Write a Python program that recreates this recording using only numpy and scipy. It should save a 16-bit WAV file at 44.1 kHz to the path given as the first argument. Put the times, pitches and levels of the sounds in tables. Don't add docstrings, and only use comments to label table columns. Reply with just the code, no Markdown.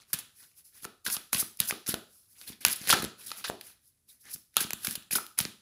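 import sys
import numpy as np
from scipy import signal
from scipy.fft import rfft, irfft
from scipy.io import wavfile

SR = 44100
rng = np.random.default_rng(int(sys.argv[2]) if len(sys.argv) > 2 else 0)


def transcribe(u):
    v = np.clip(np.atleast_2d(u).T, -1, 1)
    q = np.round(v * 32767).astype(np.int16)
    wavfile.write(sys.argv[1], SR, q)


N = 247740


def from_db(db):
    return 10 ** (np.asarray(db) / 20)


def rms_one(x):
    return x / np.sqrt(np.mean(x ** 2) + 1e-20)


def at_hz(points, hz):
    points = np.array(points)
    return np.interp(np.log(hz + 1), np.log(points[:, 0]), points[:, 1])


def colour(x, spectrum):
    gain = from_db(at_hz(spectrum, np.fft.rfftfreq(N, 1 / SR)))
    return rms_one(irfft(rfft(x) * gain, N))


def band_pass(x, low_hz, high_hz):
    return signal.sosfilt(signal.butter(2, [low_hz, high_hz], "band", fs=SR, output="sos"), x)


def high_pass(x, hz, order):
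    return signal.sosfilt(signal.butter(order, hz, "high", fs=SR, output="sos"), x)


def resonance(x, hz, width_hz):
    r, w = np.exp(-np.pi * width_hz / SR), 2 * np.pi * hz / SR
    return signal.lfilter([(1 - r * r) / 2, 0, (r * r - 1) / 2], [1, -2 * r * np.cos(w), r * r], x)


def ring(x, hz, t60):
    r, w = from_db(-60 / (t60 * SR)), 2 * np.pi * hz / SR
    return signal.lfilter([0, np.sin(w)], [1, -2 * r * np.cos(w), r * r], x + 1e-18)


def flicker(rate_hz):
    r = np.exp(-2 * np.pi * rate_hz / SR)
    wander = signal.lfilter([1], [1, -2 * r, r * r], rng.standard_normal(N + SR))
    return rms_one(wander[SR:])


def grit(per_s, spread_db, grain_db, clump_db):
    sizes = from_db(spread_db * np.minimum(rng.exponential(1, N), 4)) * rng.choice([-1, 1], N)
    catches = rms_one(sizes * (rng.random(N) < per_s / SR))
    rub = rng.standard_normal(N) + from_db(grain_db) * catches
    return rub * from_db(clump_db * flicker(99))


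# frequency in Hz, relative level in dB per Hz.
AIR_SPECTRUM = [(24, -18.5), (40, 9), (104, 8.5), (852, -19), (990, -17), (1810, -18.5), (1950, -19),
                (10400, -12.5), (16000, -15.5)]
AIR_DB = -73.5


def still_air():
    return from_db(AIR_DB) * colour(rng.standard_normal(N), AIR_SPECTRUM)


# resonance in Hz, width in Hz, relative level in dB.
CARD_BENDING = [(487, 730, -11.5), (1396, 542, 1.5), (1677, 830, 1.5), (2576, 620, 0), (3720, 1295, 3.5),
                (4400, 5260, -2), (7430, 1200, -6)]


def bending(x, patchy_db):
    total = 0
    for k, (hz, width_hz, db) in enumerate(CARD_BENDING):
        grip = from_db(db + patchy_db * flicker(40))
        total = total + (-1) ** k * grip * resonance(x, hz, width_hz)
    return rms_one(total)


# frequency in Hz, relative level in dB per Hz.
HISS_SPECTRUM = [(2500, -31.5), (5000, -1.5), (7000, -5.5), (9000, -5.5), (11000, 0.5), (13000, -1),
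                 (16000, -1.5)]
# time of the top in seconds, fine hiss in dB,
# coarse rasp in dB above the hiss, rise in ms, fall in ms.
SLIDES = [(0.002, -69, 10, 5.7, 49), (0.109, -58, -3.5, 44, 58), (0.138, -34, 3.5, 3.6, 9),
          (0.156, -61.5, 12, 5.5, 97), (0.398, -53, -11.5, 63, 140), (0.429, -59.5, -0.5, 22, 54),
          (0.587, -53.5, -13.5, 43, 48), (0.653, -54.5, -17.5, 16, 92), (0.768, -54.5, -6, 58, 110),
          (0.845, -40.5, -10, 29, 16), (1.053, -38, -9.5, 7.9, 23), (1.074, -30, -2, 15, 20),
          (1.133, -26.5, -21.5, 42, 33), (1.335, -28, -6.5, 9, 77), (1.402, -23, -14, 44, 26),
          (1.594, -42.5, -4.5, 5.3, 51), (1.608, -40.5, 4.5, 5.1, 27), (1.661, -39.5, -11, 41, 8.9),
          (1.691, -27.5, -18, 21.5, 22), (1.89, -27, -8.5, 19, 41), (2.155, -58.5, -14.5, 100, 200),
          (2.315, -59, -13.5, 56, 130), (2.424, -51, -6, 95, 86), (2.48, -41, -4, 21, 51),
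          (2.608, -46, -0.5, 2.5, 69), (2.661, -37, 5.5, 3.7, 62), (2.733, -28.5, -21, 49, 5.1),
          (2.76, -35, -17, 5.6, 18), (2.859, -44, 1, 110, 52), (2.874, -34, 1.5, 3.7, 88),
          (2.908, -28.5, 3.5, 17, 31), (2.931, -34, 7.5, 4.8, 34), (2.96, -43, 7.5, 23, 89),
          (3.197, -50.5, -4, 24, 350), (3.263, -42, -6, 1.5, 123), (3.384, -44, -4.5, 40, 64),
          (3.45, -51, -11, 6.2, 53), (3.49, -38.5, -2, 39, 17), (3.67, -49.5, -7.5, 78, 80),
          (3.876, -61.5, -23.5, 76, 53), (4.095, -54, -13, 20, 93), (4.215, -58, -15.5, 25, 97),
          (4.266, -56, 3, 29, 82), (4.346, -36, -22.5, 57, 13), (4.571, -40.5, 6, 7.8, 70),
          (4.631, -31.5, -5, 58, 13), (4.833, -39.5, -6.5, 2.5, 130), (4.921, -38.5, -6, 150, 39),
          (5.112, -31.5, -7, 3.7, 76), (5.157, -23, -10.5, 5, 29), (5.381, -35.5, -2, 5.7, 70)]
SLIDE_SWING_DB = 20
RISE_BEND, FALL_BEND = 1.5, 1.4
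RASP_RISE_SHARE, RASP_FALL_SHARE = 0.93, 0.56


def slides():
    hiss, rasp = np.zeros(N), np.zeros(N)
    for s, db, rasp_db, rise, fall in SLIDES:
        at = slice(max(round((s - .003 * rise) * SR), 0), min(round((s + .005 * fall) * SR), N))
        ms = (np.arange(at.start, at.stop) / SR - s) * 1000
        before = SLIDE_SWING_DB * (np.maximum(-ms, 0) / rise) ** RISE_BEND
        after = SLIDE_SWING_DB * (np.maximum(ms, 0) / fall) ** FALL_BEND
        hiss_level = from_db(db - before - after)
        rasp_level = from_db(db + rasp_db - RASP_RISE_SHARE * before - RASP_FALL_SHARE * after)
        hiss[at] = np.maximum(hiss[at], hiss_level)
        rasp[at] = np.maximum(rasp[at], rasp_level)
    pressure = np.clip((hiss / from_db(-36.5)) ** 0.5, 0, 1)
    fine = colour(grit(per_s=3400, spread_db=-6, grain_db=-10.5, clump_db=3.1 * pressure), HISS_SPECTRUM)
    coarse = grit(per_s=2100, spread_db=9.5, grain_db=-2.0, clump_db=1.3 * pressure)
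    coarse = bending(coarse, patchy_db=2.5)
    puffs = band_pass(rng.standard_normal(N), low_hz=70, high_hz=380)
    puffs = rms_one(puffs * from_db(0.83 * flicker(31)))
    return hiss * fine + rasp * (coarse + from_db(-14.0) * puffs)


# frequency in Hz, time to lose 60 dB in seconds.
ROOM_T60 = [(100, 0.35), (700, 0.38), (2000, 0.34), (5000, 0.44), (13000, 0.34)]
# frequency in Hz, relative level in dB.
ROOM_LEVEL = [(100, 3.5), (400, 3), (1300, 6.5), (5000, -1)]


def room(x):
    t, tail = np.arange(SR // 2) / SR, 0
    edges = 60 * 2 ** np.arange(0, 8.6, .5)
    for low, high in zip(edges, edges[1:]):
        centre = np.sqrt(low * high)
        band = band_pass(rng.standard_normal(len(t)), low, min(high, SR * .45))
        tail = tail + band * from_db(at_hz(ROOM_LEVEL, centre) - 60 * t / at_hz(ROOM_T60, centre))
    tail = tail * np.clip((t - .003) / 0.0052, 0, 1)
    return signal.fftconvolve(x, tail / np.sqrt(np.sum(tail ** 2)))[:N]


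# start in seconds, peak in dB before the low cuts,
# middle in dB above the treble (thin edge ticks low, flat slaps high), length in ms.
SLAPS = [(0.131, -11.5, -11, 7.8), (0.1876, -24, -5, 10), (0.8243, -35, -8, 1.5), (0.832, -52, -4, 2),
         (0.845, -25.5, -7, 1.1), (0.851, -22.5, 25, 1.3), (1.0637, -16.5, -1, 4.1), (1.1003, -19, 2, 3.6),
         (1.143, -20, -6.5, 13), (1.1666, -21, 23, 2), (1.3308, -5.5, -1, 1.07), (1.347, -14.5, 16, 2),
         (1.5718, -35, -29, 2.4), (1.602, -4, -7.5, 1.6), (1.7091, -9, 11.5, 1.5), (1.863, -32, 7, 4.8),
         (1.868, -20, 4, 1.5), (1.88, -20, -14, 1.6), (1.893, -20, -29, 3.2), (1.917, -26, -1, 1.1),
         (1.942, -14, 0, 1.33), (2.414, -29.5, 3, 0.41), (2.6501, 1, -0.5, 1.38), (2.654, -20, -25, 2.4),
         (2.663, -12, -19, 2.9), (2.683, -10, -9, 0.71), (2.8782, -24, -6, 0.77), (2.888, -15.5, -21, 3.9),
         (2.8942, -12, -2, 1.9), (2.9017, -4.5, 8, 1.3), (2.906, -0.5, -8, 0.54), (2.9273, -1.5, -2.5, 0.9),
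         (2.9349, -9.5, 12, 1.8), (3.0223, -21, -0.5, 3.9), (3.041, -21, -4, 4), (3.049, -18.5, 2, 0.44),
         (3.3055, -25.5, 1.5, 0.57), (3.3163, -19.5, 26.5, 2.1), (3.441, -23.5, 28, 24),
         (3.4993, -19.5, 7.5, 0.78), (3.611, -26.5, 2, 2.3), (4.347, -37, -2, 1.4), (4.36, -37.5, 7, 2.1),
         (4.542, -41, -8, 1), (4.5592, -39.5, 15, 1.7), (4.5679, 2, -11, 0.62), (4.605, -15, -12, 10),
         (4.642, -22.5, 11, 2.3), (4.7065, -15, -3, 1.1), (4.733, -9.5, -6.5, 1.5),
         (4.8465, -18.5, -8.5, 9.5), (4.87, -12.5, -3, 2.2), (4.8876, -18.5, -4, 0.5),
         (4.91, -17, -15, 1.3), (4.9539, -17.5, -4, 3.9), (5.024, -40.5, 0, 1.2), (5.1094, -27, -1, 1.4),
         (5.132, -16, -11, 8.6), (5.153, -17.5, 15, 3.7), (5.2657, -26.5, -13, 0.44),
         (5.3884, -5, -13, 1.88), (5.403, -11, 9, 0.87), (5.4092, -16, -17, 3.6), (5.452, -17, 35, 0.78)]
ATTACK_SHARE = 0.043
CRACK = 1.6
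EDGE_CUT_HZ, FLAT_CUT_HZ = 1800, 310


def slaps():
    ms = np.arange(round(.03 * SR)) * 1000 / SR
    edge, flat = np.zeros((2, N)), np.zeros((2, N))
    treble = colour(rng.standard_normal(N), HISS_SPECTRUM)
    middle = bending(rng.standard_normal(N), patchy_db=1.5)
    click = np.eye(1, len(ms))[0]
    bent = 0
    for k, (hz, width_hz, db) in enumerate(CARD_BENDING):
        bent = bent + (-1) ** k * from_db(db) * resonance(click, hz, width_hz)
    for s, db, full_db, length in SLAPS:
        at = slice(round(s * SR), round(s * SR) + len(ms))
        attack = np.minimum(ms / (0.037 + ATTACK_SHARE * length), 1)
        shape = attack * np.exp(-ms / max(length, .2))
        crack = CRACK / max(length, 1)
        thin = shape * treble[at] + crack * click
        full = from_db(full_db) * (shape * middle[at] + crack * bent / np.abs(bent).max())
        thin_spread = click * np.linalg.norm(thin)
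        full_spread = bent * np.linalg.norm(full) / np.linalg.norm(bent)
        gain = from_db(db) / np.abs(thin + full).max()
        edge[:, at] += gain * np.array([thin, thin_spread])
        flat[:, at] += gain * np.array([full, full_spread])
    return high_pass(edge, EDGE_CUT_HZ, order=3) + high_pass(flat, FLAT_CUT_HZ, order=2)


# resonance in Hz, level in dB, time to lose 60 dB in seconds.
PALM = [(226, -18, 0.057), (472, -26, 0.021), (740, -30.5, 0.05)]
# time of the top in seconds, top of the swell in dB, pitch in Hz.
THUDS = [(0.144, -36.5, 160), (0.832, -48, 217), (0.855, -33, 340), (1.082, -38, 196), (1.17, -39, 247),
         (1.333, -31, 304), (1.351, -29, 155), (1.429, -33.5, 265), (1.606, -32, 147), (1.726, -29, 277),
         (1.891, -25, 230), (1.9403, -20, 392), (2.502, -36, 213), (2.67, -33, 131), (2.814, -38.5, 187),
         (2.91, -29, 243), (2.937, -14.5, 377.7), (3, -31, 166), (3.032, -24, 268), (3.045, -23.5, 342),
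         (3.06, -36, 144), (3.499, -18, 583), (4.351, -48, 149), (4.362, -49, 228), (4.571, -33.5, 280),
         (4.614, -29.5, 290), (4.649, -31, 247), (4.737, -34, 210), (4.881, -28.5, 203), (4.977, -39, 200),
         (5.134, -35.5, 181), (5.16, -29, 300), (5.409, -30, 144), (5.455, -27.5, 223)]
THUD_CYCLES = 0.57
THUD_FRONT = 0.35


def thuds():
    push = np.zeros(N)
    chance = rng.uniform(-0.83, 1, (len(THUDS), 2))
    for (s, db, hz), (phase, longer) in zip(THUDS, chance):
        near = np.arange(max(round((s - 3 / hz) * SR), 0), round((s + 3 / hz) * SR))
        cycle = (near / SR - s) * hz
        length = np.where(cycle < 0, THUD_FRONT, 1) * THUD_CYCLES * (1 + 0.1 * longer)
        swell = np.exp(-(cycle / length) ** 2)
        push[near] += from_db(db) * swell * np.cos(2 * np.pi * cycle + np.pi * phase)
    hollow = sum(from_db(db) * 2 * np.pi * hz / SR * ring(push, hz, t60) for hz, db, t60 in PALM)
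    return push + hollow


# time of the top in seconds, level in dB, centre in Hz, half length in ms.
RUBS = [(0.44, -69, 1610, 29), (0.775, -65, 1790, 20), (4.103, -62.5, 3800, 15), (4.28, -58, 1750, 37)]
RUB_WIDTH_HZ = 600


def rubs():
    t, total = np.arange(N) / SR, 0
    catches = grit(per_s=990, spread_db=2.5, grain_db=-2.0, clump_db=0.5)
    for s, db, hz, ms in RUBS:
        swell = np.exp(-((t - s) * 1000 / ms) ** 4)
        tone = resonance(resonance(catches, hz, RUB_WIDTH_HZ), hz, RUB_WIDTH_HZ)
        total = total + from_db(db) * swell * rms_one(tone)
    return total


# frequency in Hz, level in dB,
# time in seconds in which each of two ringing stages loses 60 dB.
DECK = [(990, -10, 0.011), (1354, 0.5, 0.01), (1559, -13, 0.0069)]
DECK_HZ = 1350
# start in seconds, level in dB to which the mode levels are added, pitch in Hz.
KNOCKS = [(0.845, -37, 1750), (0.8495, -36, 1380), (1.0645, -26, 1560), (1.084, -29.5, 1460),
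          (1.167, -35.5, 1230), (1.3305, -26, 1566), (1.347, -33, 1100), (1.4249, -34.5, 1250),
          (1.699, -31, 1580), (1.724, -30.5, 1240), (1.942, -29, 1440), (2.652, -23.5, 1470),
          (2.8948, -23, 1450), (2.901, -22, 1105), (2.9278, -9, 1335), (2.9381, -17, 1656),
          (3.316, -32, 1285), (3.4489, -28.5, 1620), (3.478, -33, 1680), (4.568, -22, 1346),
          (4.6044, -25, 1610), (4.8478, -31, 1620), (4.871, -25, 2390), (5.1093, -27, 2490),
          (5.1552, -21.5, 1460), (5.184, -25, 1350), (5.388, -26.5, 1410), (5.4015, -32, 1560)]


def knocks():
    out, click = np.zeros(N + SR), np.eye(1, SR // 16)[0]
    strengths_db = rng.normal(0, 1.1, (len(KNOCKS), len(DECK)))
    for (s, db, pitch), mode_db in zip(KNOCKS, strengths_db):
        at = round(s * SR)
        tighter = pitch / DECK_HZ
        for (hz, level, t60), extra in zip(DECK, mode_db):
            mode_hz, mode_t60 = hz * tighter, t60 / tighter
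            mode = ring(ring(click, mode_hz, mode_t60), mode_hz, mode_t60)
            out[at:at + len(click)] += from_db(db + level + extra) * mode / np.abs(mode).max()
    return out[:N]


# centre in Hz, width in Hz, level in dB, time to lose 60 dB in seconds.
TABLE_MODES = [(336, 220, -0.5, 0.3), (740, 290, -6.5, 0.3), (1308, 240, -0.5, 0.42)]
# start in seconds, low modes in dB, high modes in dB.
BUMPS = [(0.852, -51, -54.5), (1.167, -54.5, -58.5), (1.727, -45.5, -68), (1.942, -48, -55.5),
         (2.93, -28, -33), (3.5, -42, -66), (5.157, -48.5, -48), (5.185, -53, -49)]


def table():
    t, out = np.arange(SR // 2) / SR, np.zeros(N + SR)
    for s, low_db, high_db in BUMPS:
        at = round(s * SR)
        for hz, width_hz, db, t60 in TABLE_MODES:
            noise = rng.standard_normal(len(t))
            band = rms_one(resonance(resonance(noise, hz, width_hz), hz, width_hz))
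            level_db = db + (low_db if hz < 1000 else high_db)
            out[at:at + len(t)] += from_db(level_db - 60 * t / t60) * np.minimum(t / .005, 1) * band
    return out[:N]


ROOM_DB = -12
KNOCK_ROOM_DB = -4.5


def scene():
    air, sliding = still_air(), slides()
    slapped, spread = slaps()
    landed, rubbed, knocked = thuds(), rubs(), knocks()
    to_walls = sliding + spread + landed + from_db(KNOCK_ROOM_DB) * knocked
    walls = from_db(ROOM_DB) * room(to_walls)
    return (air + sliding + slapped + landed + rubbed + knocked + table() + walls)[None]


MIC_HZ, MIC_WIDTH_HZ, MIC_DB = 10400, 1100, 8
BASS_CUT_HZ = 55
TREBLE_STEP_HZ, TREBLE_STEP_DB = 15900, 35
CUTOFF_HZ = 17040


def record(dry):
    lifted = dry + (from_db(MIC_DB) - 1) * resonance(dry, MIC_HZ, MIC_WIDTH_HZ)
    heard = high_pass(lifted, BASS_CUT_HZ, order=2)
    clipped = 0.79 * np.clip(heard / 0.97, -1, 1)
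    first_step = signal.cheby2(12, TREBLE_STEP_DB, TREBLE_STEP_HZ, fs=SR, output="sos")
    second_step = signal.cheby2(14, 40, CUTOFF_HZ, fs=SR, output="sos")
    return signal.sosfilt(second_step, signal.sosfilt(first_step, clipped))


dry = scene()
out = record(dry)
transcribe(out)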